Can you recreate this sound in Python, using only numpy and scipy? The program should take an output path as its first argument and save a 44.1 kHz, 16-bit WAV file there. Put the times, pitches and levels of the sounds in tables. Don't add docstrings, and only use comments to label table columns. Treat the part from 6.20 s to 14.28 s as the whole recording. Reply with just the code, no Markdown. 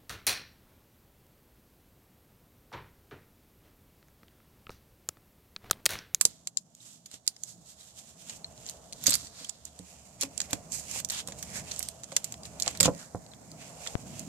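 import sys
import numpy as np
from scipy import signal
from scipy.fft import rfft, irfft, next_fast_len
from scipy.io import wavfile
from scipy.ndimage import map_coordinates

SR = 44100
rng = np.random.default_rng(int(sys.argv[2]) if len(sys.argv) > 2 else 0)


def waveform_to_disk(signal):
    frames = np.transpose(np.atleast_2d(signal))
    scaled = np.clip(frames, -1, 1) * 32767
    samples = np.round(scaled).astype(np.int16)
    wavfile.write(sys.argv[1], SR, samples)


N = 356312
LAG = 4


def amp(db):
    return 10 ** (np.asarray(db) / 20)


def unit(x):
    return x / np.sqrt(np.mean(x ** 2, axis=(-2, -1), keepdims=True) + 1e-20)


def along(points, hz):
    f, v = np.transpose(points)
    return np.interp(np.log(hz + 1), np.log(f + 1), v)


def curves(rows):
    s, *cols = np.transpose(rows)
    return [np.interp(np.arange(N) / SR, s, c) for c in cols]


def wobble(rate):
    knots = rng.standard_normal(int(N * rate / SR) + 4)
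    return map_coordinates(knots, [np.arange(N) * rate / SR])


def filtered(x, response):
    m = next_fast_len(x.shape[-1] + 8192)
    return irfft(rfft(x, m) * response(np.fft.rfftfreq(m, 1 / SR)), m)[..., :x.shape[-1]]


def share(hz, edge_hz):
    return 1 / (1 + (edge_hz / (hz + 1)) ** 6)


# (frequency [Hz], left over right [dB])
PORT_BALANCE = [(100, -2), (700, 0), (2400, -2.5), (4400, -0.5), (8100, -12.5), (15000, -4.5)]
# (frequency [Hz], likeness [correlation])
PORT_LIKENESS = [(60, 1), (500, 0.64), (1500, 0.22), (12000, 0.36)]


def pair(white, gain, lag=0, near=1):
    def ports(hz):
        balance_db = along(PORT_BALANCE, hz) / 2
        late = np.exp(-2j * np.pi * hz * lag / SR)
        return gain(hz) * np.array([amp(balance_db) * late, amp(-balance_db)])

    def mix(hz):
        turn = np.arccos(np.clip(near * along(PORT_LIKENESS, hz), -1, 1)) / 2
        return np.array([np.cos(turn), np.sin(turn)])

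    common, apart = filtered(white, mix)
    return unit(filtered(np.array([common + apart, common - apart]), ports))


# (time [s], deep rumble [dB], rumble [dB], drone [dB])
ROOM_LEVELS = [(0, -63.5, -64.5, -67), (.43, -83, -63, -73), (1.2, -75.5, -68.5, -69.5),
               (1.35, -72, -55.5, -65.5), (1.5, -70, -69, -68.5), (1.8, -72, -63.5, -66),
               (2.27, -62.5, -57, -59), (2.56, -62.5, -60, -58), (2.92, -59, -51, -58.5),
               (3.28, -65.5, -65.5, -64.5), (3.94, -68, -59.5, -62.5), (4.3, -55.5, -54, -55.5),
               (4.97, -61, -55.5, -57.5), (5.4, -54, -49.5, -52), (5.85, -65.5, -60, -59),
               (6.46, -55.5, -53, -54), (6.7, -58, -47, -54.5), (6.91, -68, -58.5, -57.5),
               (7.3, -63.5, -51.5, -58), (7.65, -58, -57.5, -52), (8.08, -65, -43, -55.5)]
# (frequency [Hz], density [dB per Hz])
DEEP_COLOUR = [(15, -49), (30, -17.5), (55, -14.5), (75, 2), (100, -14), (130, -71)]
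# (frequency [Hz], density [dB per Hz])
RUMBLE_COLOUR = [(70, -46), (100, -7.5), (122, 1.5), (140, -4), (162, 1.5), (240, -5), (300, -10),
                 (370, -15), (480, -47.5)]
# (frequency [Hz], density [dB per Hz])
DRONE_COLOUR = [(210, -26), (350, -18.5), (429, -6), (558, -5.5), (655, 0.5), (834, -8), (2000, -25),
                (2600, -54), (4400, -120)]
# (frequency [Hz], density [dB per Hz])
HISS_COLOUR = [(530, -26), (900, -64), (1170, -14.5), (1630, -8.5), (1880, -5), (7060, 30), (10700, -53),
               (15000, -7), (15500, -48)]
HISS_DB = -76


def background():
    def noise(colour, near):
        return pair(rng.standard_normal((2, N)), lambda hz: amp(along(colour, hz)), near=near)

    deep_db, rumble_db, drone_db = curves(ROOM_LEVELS)
    deep = amp(deep_db + 1.3 * wobble(5)) * noise(DEEP_COLOUR, .8)
    rumble = amp(rumble_db + 1.3 * wobble(8)) * noise(RUMBLE_COLOUR, 1.05)
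    drone = amp(drone_db + 1.2 * wobble(45)) * noise(DRONE_COLOUR, 1.0)
    hiss = amp(HISS_DB) * noise(HISS_COLOUR, 0)
    return deep + rumble + drone + hiss


# (time at full [s], upper hiss level [dB], rise [s], hold [s], fall [s], lower hiss over upper [dB])
STROKES_OF_SKIN = [(.07, -53, .3, 0.017, .18, -5.5), (.39, -65, 0.062, 0.025, 0.066, -16),
                   (0.645, -52, 0.12, 0.073, 0.14, -10), (.94, -50, 0.079, 0.017, 0.039, -5),
                   (1.08, -62.5, .05, 0.036, 0.12, -2), (1.29, -48, 0.15, 0.026, 0.052, -12.5),
                   (1.5, -50.5, 0.11, 0.004, 0.087, -9), (1.61, -51.5, 0.061, 0, 0.053, -7),
                   (1.68, -51.5, 0.067, 0, 0.099, -8.5), (1.79, -46, 0.051, 0, 0.044, -9),
                   (1.89, -52, 0.16, 0.017, 0.031, -8), (2.02, -52.5, 0.12, 0, 0.17, -9.5),
                   (2.11, -45.5, 0.1, 0, 0.077, -5), (2.162, -53, .1, 0.011, 0.027, -14),
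                   (2.48, -46, 0.12, 0, .1, -7.5), (2.902, -40, 0.15, 0.052, 0.12, -5),
                   (3.02, -48, 0.09, 0.024, 0.085, -7.5), (3.194, -51.5, 0.17, 0.027, 0.24, 0),
                   (3.47, -54.5, 0.037, 0.0022, 0.049, -5.5), (3.72, -55.5, 0.44, 0.034, 0.14, -7.5),
                   (3.86, -55, 0.13, 0, 0.3, -10), (4.03, -36.5, 0.033, 0, 0.044, -4),
                   (4.22, -49, 0.17, 0.027, 0.084, -6), (4.303, -49.5, 0.057, 0.053, 0.037, -4),
                   (4.529, -34, 0.025, 0.016, 0.13, -16.5), (4.751, -36.5, 0.16, 0.042, 0.035, -8.5),
                   (4.922, -40, 0.027, 0.083, 0.031, -1), (5.1, -51, 0.047, 0.01, 0.06, -5),
                   (5.19, -47, 0.039, 0, .08, -13), (5.26, -54, .08, 0.035, .15, -5),
                   (5.369, -37.5, 0.085, 0.0014, 0.061, -4.5), (5.474, -51.5, 0.043, .03, 0.09, 1),
                   (5.61, -44.5, 0.33, 0.042, 0.13, -9.5), (5.97, -51, .2, 0, 0.076, -6),
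                   (6.05, -51.5, 0.076, 0, 0.14, -4.5), (6.26, -49.5, 0.067, 0, 0.057, -7),
                   (6.48, -41, 0.1, 0, 0.086, -2), (6.654, -27, 0.029, 0.0044, 0.023, 0),
                   (6.801, -50.5, 0.075, 0.026, 0.06, -2.5), (7.406, -49.5, 0.035, 0.0096, 0.1, 0),
                   (7.67, -44.5, 0.16, 0.0089, 0.11, -6), (7.98, -48, 0.19, 0, 0.12, -4.5)]
REST_DB, REST_LOW_DB = -1, -9.5


def strokes():
    t = np.arange(0, N, 64) / SR
    rest_db = curves(ROOM_LEVELS)[2][::64] + REST_DB
    s, db, rise, hold, fall, low_db = np.transpose(STROKES_OF_SKIN)[:, :, None]
    before = np.maximum(s - t, 0) / np.abs(rise)
    after = np.maximum(t - s - np.abs(hold), 0) / np.abs(fall)
    power = amp(2 * (db - 20 * (before + after)))
    high = power.sum(axis=0) + amp(2 * rest_db)
    low = (power * amp(2 * low_db)).sum(axis=0) + amp(2 * (rest_db + REST_LOW_DB))
    return [np.interp(np.arange(N) / SR, t, np.sqrt(p)) for p in (high, low)]


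# (frequency [Hz], density [dB per Hz])
SHELL_COLOUR = [(530, 29), (900, -1.5), (1080, -6), (1660, -10.5), (1870, -9), (2990, -10), (3330, -4.5),
                (3840, -4.5), (4180, -2), (5440, -3.5), (7250, 0), (9440, -12), (14000, -20), (14900, -31),
                (15800, -51)]
# (time [s], frequency [Hz])
HAND_HOLLOW = [(0, 4260), (.5, 3070), (1.3, 4000), (2.3, 2710), (2.9, 3800), (3.1, 4500), (3.3, 4500),
               (3.6, 2700), (4.4, 2350), (4.78, 2600), (4.96, 3500), (5.37, 1960), (5.6, 3200),
               (6.48, 2400), (6.63, 3400), (6.8, 1500), (7.5, 2500), (8.08, 2760)]
TICKS_PER_S = 900
CRACKLES_PER_S, CRACKLE_DB = 90, 2
SKIN_HZ = 14650


def rub():
    high_gain, low_gain = strokes()
    hollow_hz, = curves(HAND_HOLLOW)
    ticks = (rng.random(N) < TICKS_PER_S / SR) * amp(1.24 * rng.exponential(size=N))
    crackles = (rng.random(N) < CRACKLES_PER_S / SR) * amp(CRACKLE_DB + 3.5 * rng.exponential(size=N))
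    grain = 1 + .4 * signal.lfilter([1], [1, -.96], ticks + crackles)
    white = rng.standard_normal((2, N)) * grain * amp(1.3 * wobble(45))

    def upper(hz):
        fizz_db = 3 * share(hz, 10500)
        return amp(along(SHELL_COLOUR, hz) + fizz_db) * (hz < SKIN_HZ) * share(hz, 4640)

    def lower(hz):
        return share(hz, 670) * (1 - share(hz, 5920))

    high = pair(white, upper, LAG, near=0.11)
    hz, t, z = signal.stft(pair(white, lower, LAG, near=0.82), SR, nperseg=256)
    octaves = np.log2((hz[:, None] + 1) / np.interp(t, np.arange(N) / SR, hollow_hz))
    hollow = amp(-4) + np.exp(-(octaves / .36) ** 2)
    hollow /= np.sqrt(np.mean(hollow ** 2 * (hz[:, None] < 5200), axis=0))
    low = unit(signal.istft(z * hollow, SR, nperseg=256)[1][:, :N])
    return high_gain * high + low_gain * low


# (time [s], level [dB], note [Hz], low colour [dB], top colour [dB], t60 [s], extra left over right [dB])
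JOINT_CLICKS = [(.012, -10, 7730, -1, 15.5, 0.0071, -1), (0.0528, -6, 10430, -7, 7.5, 0.0073, 3.5),
                (.058, -40, 7670, -13, -7.5, 0.016, 5.5), (0.2731, -20.5, 7540, -3, -0.5, 0.0015, 3.5),
                (.372, -17.5, 7360, -13.5, -9, 0.014, 10.5), (.5506, -43, 6900, -9, 10, .0056, 4),
                (0.859, -40.5, 6600, 1, 13, 0.042, 2.5), (.9146, -39.5, 8670, 6, 9, .005, 0.5),
                (0.9414, -35, 7350, 1, 4, .0055, 2), (1.0666, -43, 4100, 4, 9, 0.0063, -7),
                (1.0773, -13.5, 4750, -9.5, 4.5, 0.01, 0.5), (1.1645, -44, 5250, -2, -7, 0.013, 3),
                (1.2359, -25.5, 7170, -11, 6.5, 0.0054, -3), (2.0963, -34, 7050, 2, -23, .046, 2),
                (2.2446, -42, 4200, 10, -32, 0.0095, 3), (2.3775, -46.5, 3900, 4, -15, .007, -2),
                (2.465, -30.5, 7000, -11, -13, 0.0042, 7), (2.4892, -34, 3700, -10, -3, 0.0056, 11),
                (2.497, -28, 8600, -3, 15.5, 0.0049, 1.5), (2.5098, -40, 6270, -7, 6, .0046, 4),
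                (2.726, -32, 8860, -4, 1, 0.0046, 5), (2.7317, -32, 4380, -13, -4, 0.0043, 5),
                (2.839, -28.5, 11700, -2, 14, 0.021, 4.5), (2.86, -28, 5800, 10, 12, 0.036, -4),
                (2.8675, -21.5, 6500, -5, 13.5, 0.011, -23), (2.8716, -17, 6940, -5, 11.5, 0.0037, 25),
                (2.8735, -26, 4670, -6, -8, 0.0071, -11), (2.878, -22, 4800, 4, 7, 0.072, 2),
                (2.893, -24, 6300, -5, 10, 0.0086, 20), (2.8966, -19, 8400, -3, 6, .006, -7),
                (2.9059, -21, 7640, 4, 27.5, 0.036, -4), (2.9125, -23, 4200, -10, -5, .007, 7),
                (2.9212, -24.5, 4200, 5, -9, 0.047, 3), (2.932, -21, 5060, -3, 8, 0.0066, 11),
                (2.9397, -21, 4550, 0, 10.5, 0.051, -6), (2.954, -19.5, 9740, 1.5, 19, 0.0062, -6),
                (2.9587, -28, 4530, -1, -5, .005, 8), (3.0698, -39.5, 4650, -1, -6, 0.015, 6),
                (3.246, -35.5, 3260, -22, -5, .018, -2), (3.289, -42, 7950, -16, -13, .005, -3),
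                (3.2942, -29.5, 8000, -13, 1, 0.014, -5), (3.2972, -33.5, 7250, -5, -12, 0.0034, -10.5),
                (3.4528, -35, 7200, -39, 4, 0.01, -8), (3.5908, -39, 8150, -2, -1, 0.0078, -3.5),
                (4.0107, -24.5, 10300, 1, 13, 0.021, -3.5), (4.0167, -24, 7040, -4, -3, .015, 8),
                (4.0245, -23, 6060, -7, 4.5, .012, 13), (4.0334, -25.5, 6020, 6.5, 7, 0.011, -7),
                (4.1783, -28, 7530, -4, -2, 0.0043, -15.5), (4.2034, -19.5, 7130, -1, -8, 0.0067, -2),
                (4.2157, -25, 6700, -4, -10, 0.018, 3), (4.309, -35, 4000, -14, 17, 0.011, -1),
                (4.331, -18.5, 7500, 5.5, 6, 0.02, 4.5), (4.5208, -33.5, 7800, -20, 2.5, 0.0043, -16),
                (4.713, -34, 7050, -11, 6.5, .005, -11), (4.8004, -32, 8700, 9, 15, 0.022, -4),
                (4.8478, -24, 6000, -7, 6, 0.011, -3.5), (4.8882, -39, 6000, -7, 9, 0.018, -8.5),
                (4.8994, -25, 4120, -4, -1, 0.021, 2.5), (4.905, -24.5, 6500, 2, -4, 0.011, -2.5),
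                (4.9202, -36, 7300, -13, 34, 0.035, 4), (5.0751, -32, 7540, 2, 11.5, .01, 0),
                (5.0854, -36.5, 11400, 7, 5, 0.018, -1), (5.122, -37, 6760, 7, -10, .028, 2),
                (5.187, -50, 7600, 1, 12, 0.055, -10), (5.2265, -32.5, 6070, 6.5, 15, 0.042, -1),
                (5.5133, -30, 4240, 0, -11, 0.0045, -2), (5.5175, -28.5, 6050, 1, -4, 0.017, 3),
                (5.5625, -30, 7500, -1, -8.5, .005, 2), (5.593, -27, 9400, -29, 20.5, 0.0097, -8),
                (5.605, -36.5, 6000, 16, -10, 0.016, 1), (5.6278, -26.5, 7300, -4, 16, .0077, -4),
                (5.6871, -27, 8700, -5, 12, 0.0061, -1), (5.835, -31.5, 7640, 1.5, 0, 0.0066, 1),
                (5.842, -34, 7100, -4, -15, 0.0033, -4), (5.919, -42, 8100, 12, -8, 0.036, -7),
                (5.926, -37, 3740, -10, -7, .004, -1), (5.9654, -12.5, 7100, 4.5, 5.5, 0.019, 4),
                (6.0438, -27.5, 7160, -7, 15, 0.027, -1.5), (6.1233, -27, 7480, 0, 11, 0.0055, 4.5),
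                (6.1415, -35, 7040, 6, 3, 0.0034, 2), (6.234, -38.5, 4770, -15, 0, 0.0083, 2),
                (6.254, -37.5, 3850, 6, 3, 0.0076, 11), (6.3998, -30.5, 4070, -4, 10, 0.04, -5),
                (6.423, -16.5, 9300, -31, -12, 0.0052, 6), (6.4316, -34.5, 7170, -13, 12, 0.012, -12),
                (6.462, -38, 2800, 8, -9, .036, -13), (6.4785, -16, 7500, 5.5, -9, 0.0056, 5),
                (6.5116, -37, 7240, 2, 12, 0.007, 3.5), (6.5495, -41.5, 7840, 14, -9, 0.14, 3),
                (6.5736, -34, 4330, -14, 9, 0.0067, -3), (6.6025, -16, 4940, 7, 8, 0.047, 4),
                (6.608, -9.5, 7600, 4, 14, 0.0024, -8.5), (6.613, -43, 4340, -8, 6.5, .012, 27),
                (6.6298, -17, 7200, 5, 9.5, 0.032, -3.5), (6.6383, -28, 7000, -14, -8, 0.014, 21),
                (6.647, -23, 6500, -13, 0, .013, 5), (6.657, -18.5, 6760, -19, -25, 0.04, 11.5),
                (7.064, -46, 4340, 6, 0, 0.0067, 4), (7.136, -47, 3520, 11, -20, 0.014, 4.5),
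                (7.3167, -37.5, 4560, -30, 7, 0.0022, 3), (7.6638, -41.5, 3580, 24, -10, 0.06, -9),
                (7.673, -29, 3400, 0, -15, 0.027, 3.5), (7.9946, -33, 6900, -17, 11, 0.0055, -7.5)]
PULSE_DB, PULSE_GROWS = -14, 1.72
PULSE_S, PULSE_LATE_S = 0.00019, 0.00058


def clicks():
    lead = 128
    out = np.zeros((2, N + 4096))
    t = np.arange(-lead, 1920) / SR
    after = np.maximum(t, 0)
    for s, db, part_hz, low_db, top_db, t60, pan_db in JOINT_CLICKS:
        def colour(hz):
            tilt_db = low_db * (1 - share(hz, 2990)) + top_db * share(hz, 10800)
            part = 1 + amp(7) / (1 + ((hz - part_hz) / 220) ** 2)
            return amp(along(SHELL_COLOUR, hz) + tilt_db) * part * share(hz, 1250)

        burst = pair(rng.standard_normal((2, len(t))), colour, LAG, near=.9)
        blow = amp(-60 * after / max(t60, .002)) * (1 - np.exp(-after / .00035))
        burst /= np.sqrt(np.sum((burst * blow) ** 2) / np.sum(2 * blow ** 2))
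        strain = amp(-2.5) * np.exp(-np.abs(t) / 0.0005)
        shell_ring = amp(-8.0 - 60 * after / 0.023) * (t > 0)
        shape = blow + strain + shell_ring
        pulse = amp(PULSE_DB + PULSE_GROWS * db) * np.exp(-((t - PULSE_LATE_S) / PULSE_S) ** 2)
        pan = amp([[pan_db / 2], [-pan_db / 2]])
        out[:, round(s * SR):][:, :len(t)] += (amp(db) * burst * shape - pulse) * pan
    return out[:, lead:N + lead]


# (frequency [Hz], t60 [s])
WALL_DECAY = [(200, 0.29), (2000, 0.063), (7000, 0.059), (14000, 0.1)]


def walls(x):
    hz, t, z = signal.stft(rng.standard_normal((2, SR // 3)), SR, nperseg=256)
    decay = amp(-60 * t / along(WALL_DECAY, hz)[:, None])
    tail = signal.istft(z * decay, SR, nperseg=256)[1]
    late = np.pad(x, ((0, 0), (200, 0)))
    return signal.fftconvolve(late, tail / np.linalg.norm(tail[0]), axes=1)[:, :N]


# (time [s], peak [dB], bass boom [dB], ring stretch [factor], left over right [dB])
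TABLE_KNOCKS = [(0.053, -38.5, 17, 0.47, -15), (0.939, -43, 19, 1.4, 0), (2.881, -26.5, 15, 0.89, -2.5),
                (3.03, -40, 10, 0.81, 1), (3.212, -43.5, 19, 1.6, -6), (3.597, -37, 17, 2.5, -5.5),
                (4.032, -31, -13, 0.38, -8), (4.039, -34.5, 11, 3.1, 2), (4.332, -23.5, 9, 1.06, -10),
                (4.759, -35, -18, 2, -5), (5.085, -32.5, 2, 1.4, -3), (5.122, -41, -8, 1.4, -2.0),
                (5.923, -32.5, -35.5, 1.1, -1), (6.471, -26, -30, 2.4, -3.5), (6.605, -22, 9.5, 2.9, -6),
                (6.639, -38, 16, 0.95, -32), (6.656, -14, -0.5, 1.5, -6), (6.68, -10.5, -4, 0.9, -10),
                (6.686, -15, 2.5, 1.1, 0), (6.948, -19, 5.5, 1.3, -6.5)]
# (frequency [Hz], width [Hz], level [dB])
TABLE_MODES = [(103, 40, -11), (177, 36, -6), (273, 36, -10), (305, 54, -16), (505, 46, -7),
               (560, 20, -2.5), (801, 540, -7.5), (1050, 54, -14), (1440, 43, -43), (2030, 54, -24)]


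def knocks():
    out, t = np.zeros((2, N + SR)), np.arange(SR // 4) / SR
    count = len(TABLE_MODES)
    for s, db, boom_db, stretch, pan_db in TABLE_KNOCKS:
        spot_db = rng.normal(0, 2, (count, 1, 1))
        port_db = rng.normal(0, 2, (count, 2, 1))
        luck = amp(spot_db + port_db)
        push = amp(-26 - 60 * t / 0.07) * rng.standard_normal(len(t))
        push[0] = 1

        def wood(f):
            modes = 0
            for k, (c, width, level_db) in enumerate(TABLE_MODES):
                mode = 1j * f * width / (c * c - f * f + 1j * f * width / stretch)
                modes = modes + amp(level_db) * luck[k] * mode
            direct = amp(-17) * 1j * f / (300 + 1j * f)
            bend = (1j * f / 380) ** 2 + 1.4j * f / 380
            boom = (amp(boom_db) + bend) / (1 + bend)
            contact = 1 / (1 + 1j * f / 1900) ** 8
            return (modes + direct) * boom * contact

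        ring = filtered(push, wood)
        pan_levels = db + np.array([[pan_db / 2], [-pan_db / 2]])
        out[:, round(s * SR):][:, :len(push)] -= amp(pan_levels) * ring / np.abs(ring).max()
    return out[:, :N]


# (time [s], level [dB], note [Hz], t60 [s])
TAB_PINGS = [(.604, -43, 3730, .02), (1.6094, -41, 3930, .02), (2.2447, -23.5, 4210, 0.017),
             (3.0694, -42, 4670, .015), (3.2485, -31, 3300, 0.017), (7.117, -42, 4100, 0.022),
             (7.3165, -51, 4570, .015)]


def pings():
    out, t = np.zeros(N + 4096), np.arange(4096) / SR
    onset = 1 - np.exp(-t / 0.00043)
    for s, db, hz, t60 in TAB_PINGS:
        fade = amp(db - 60 * t / abs(t60))
        out[round(s * SR):][:len(t)] += fade * np.sin(2 * np.pi * hz * t) * onset
    return np.array([np.roll(out, LAG), out])[:, :N]


# (level before phase and onset [dB], recovery [Hz], Q)
POP_SWING = (-7.5, 95, 0.78)
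POP_S = 7.7536


def pop():
    db, hz, q = POP_SWING
    t = np.maximum(np.arange(N) / SR - POP_S, 0)
    w = 2 * np.pi * hz
    swing = np.cos(w * np.sqrt(abs(1 - 1 / (4 * q * q))) * t + 0.74)
    step = np.exp(-w * t / (2 * q)) * swing
    onset = 1 - np.exp(-t / .00006)
    return np.outer([1, 0], amp(db) * step * onset)


def scene():
    hits = clicks() + knocks() + pings()
    return hits + amp(-15.0) * walls(hits) + rub() + background() + pop()


def record(dry):
    return filtered(np.clip(dry, -1, 1), lambda hz: hz < 15960)


dry = scene()
out = record(dry)
waveform_to_disk(out)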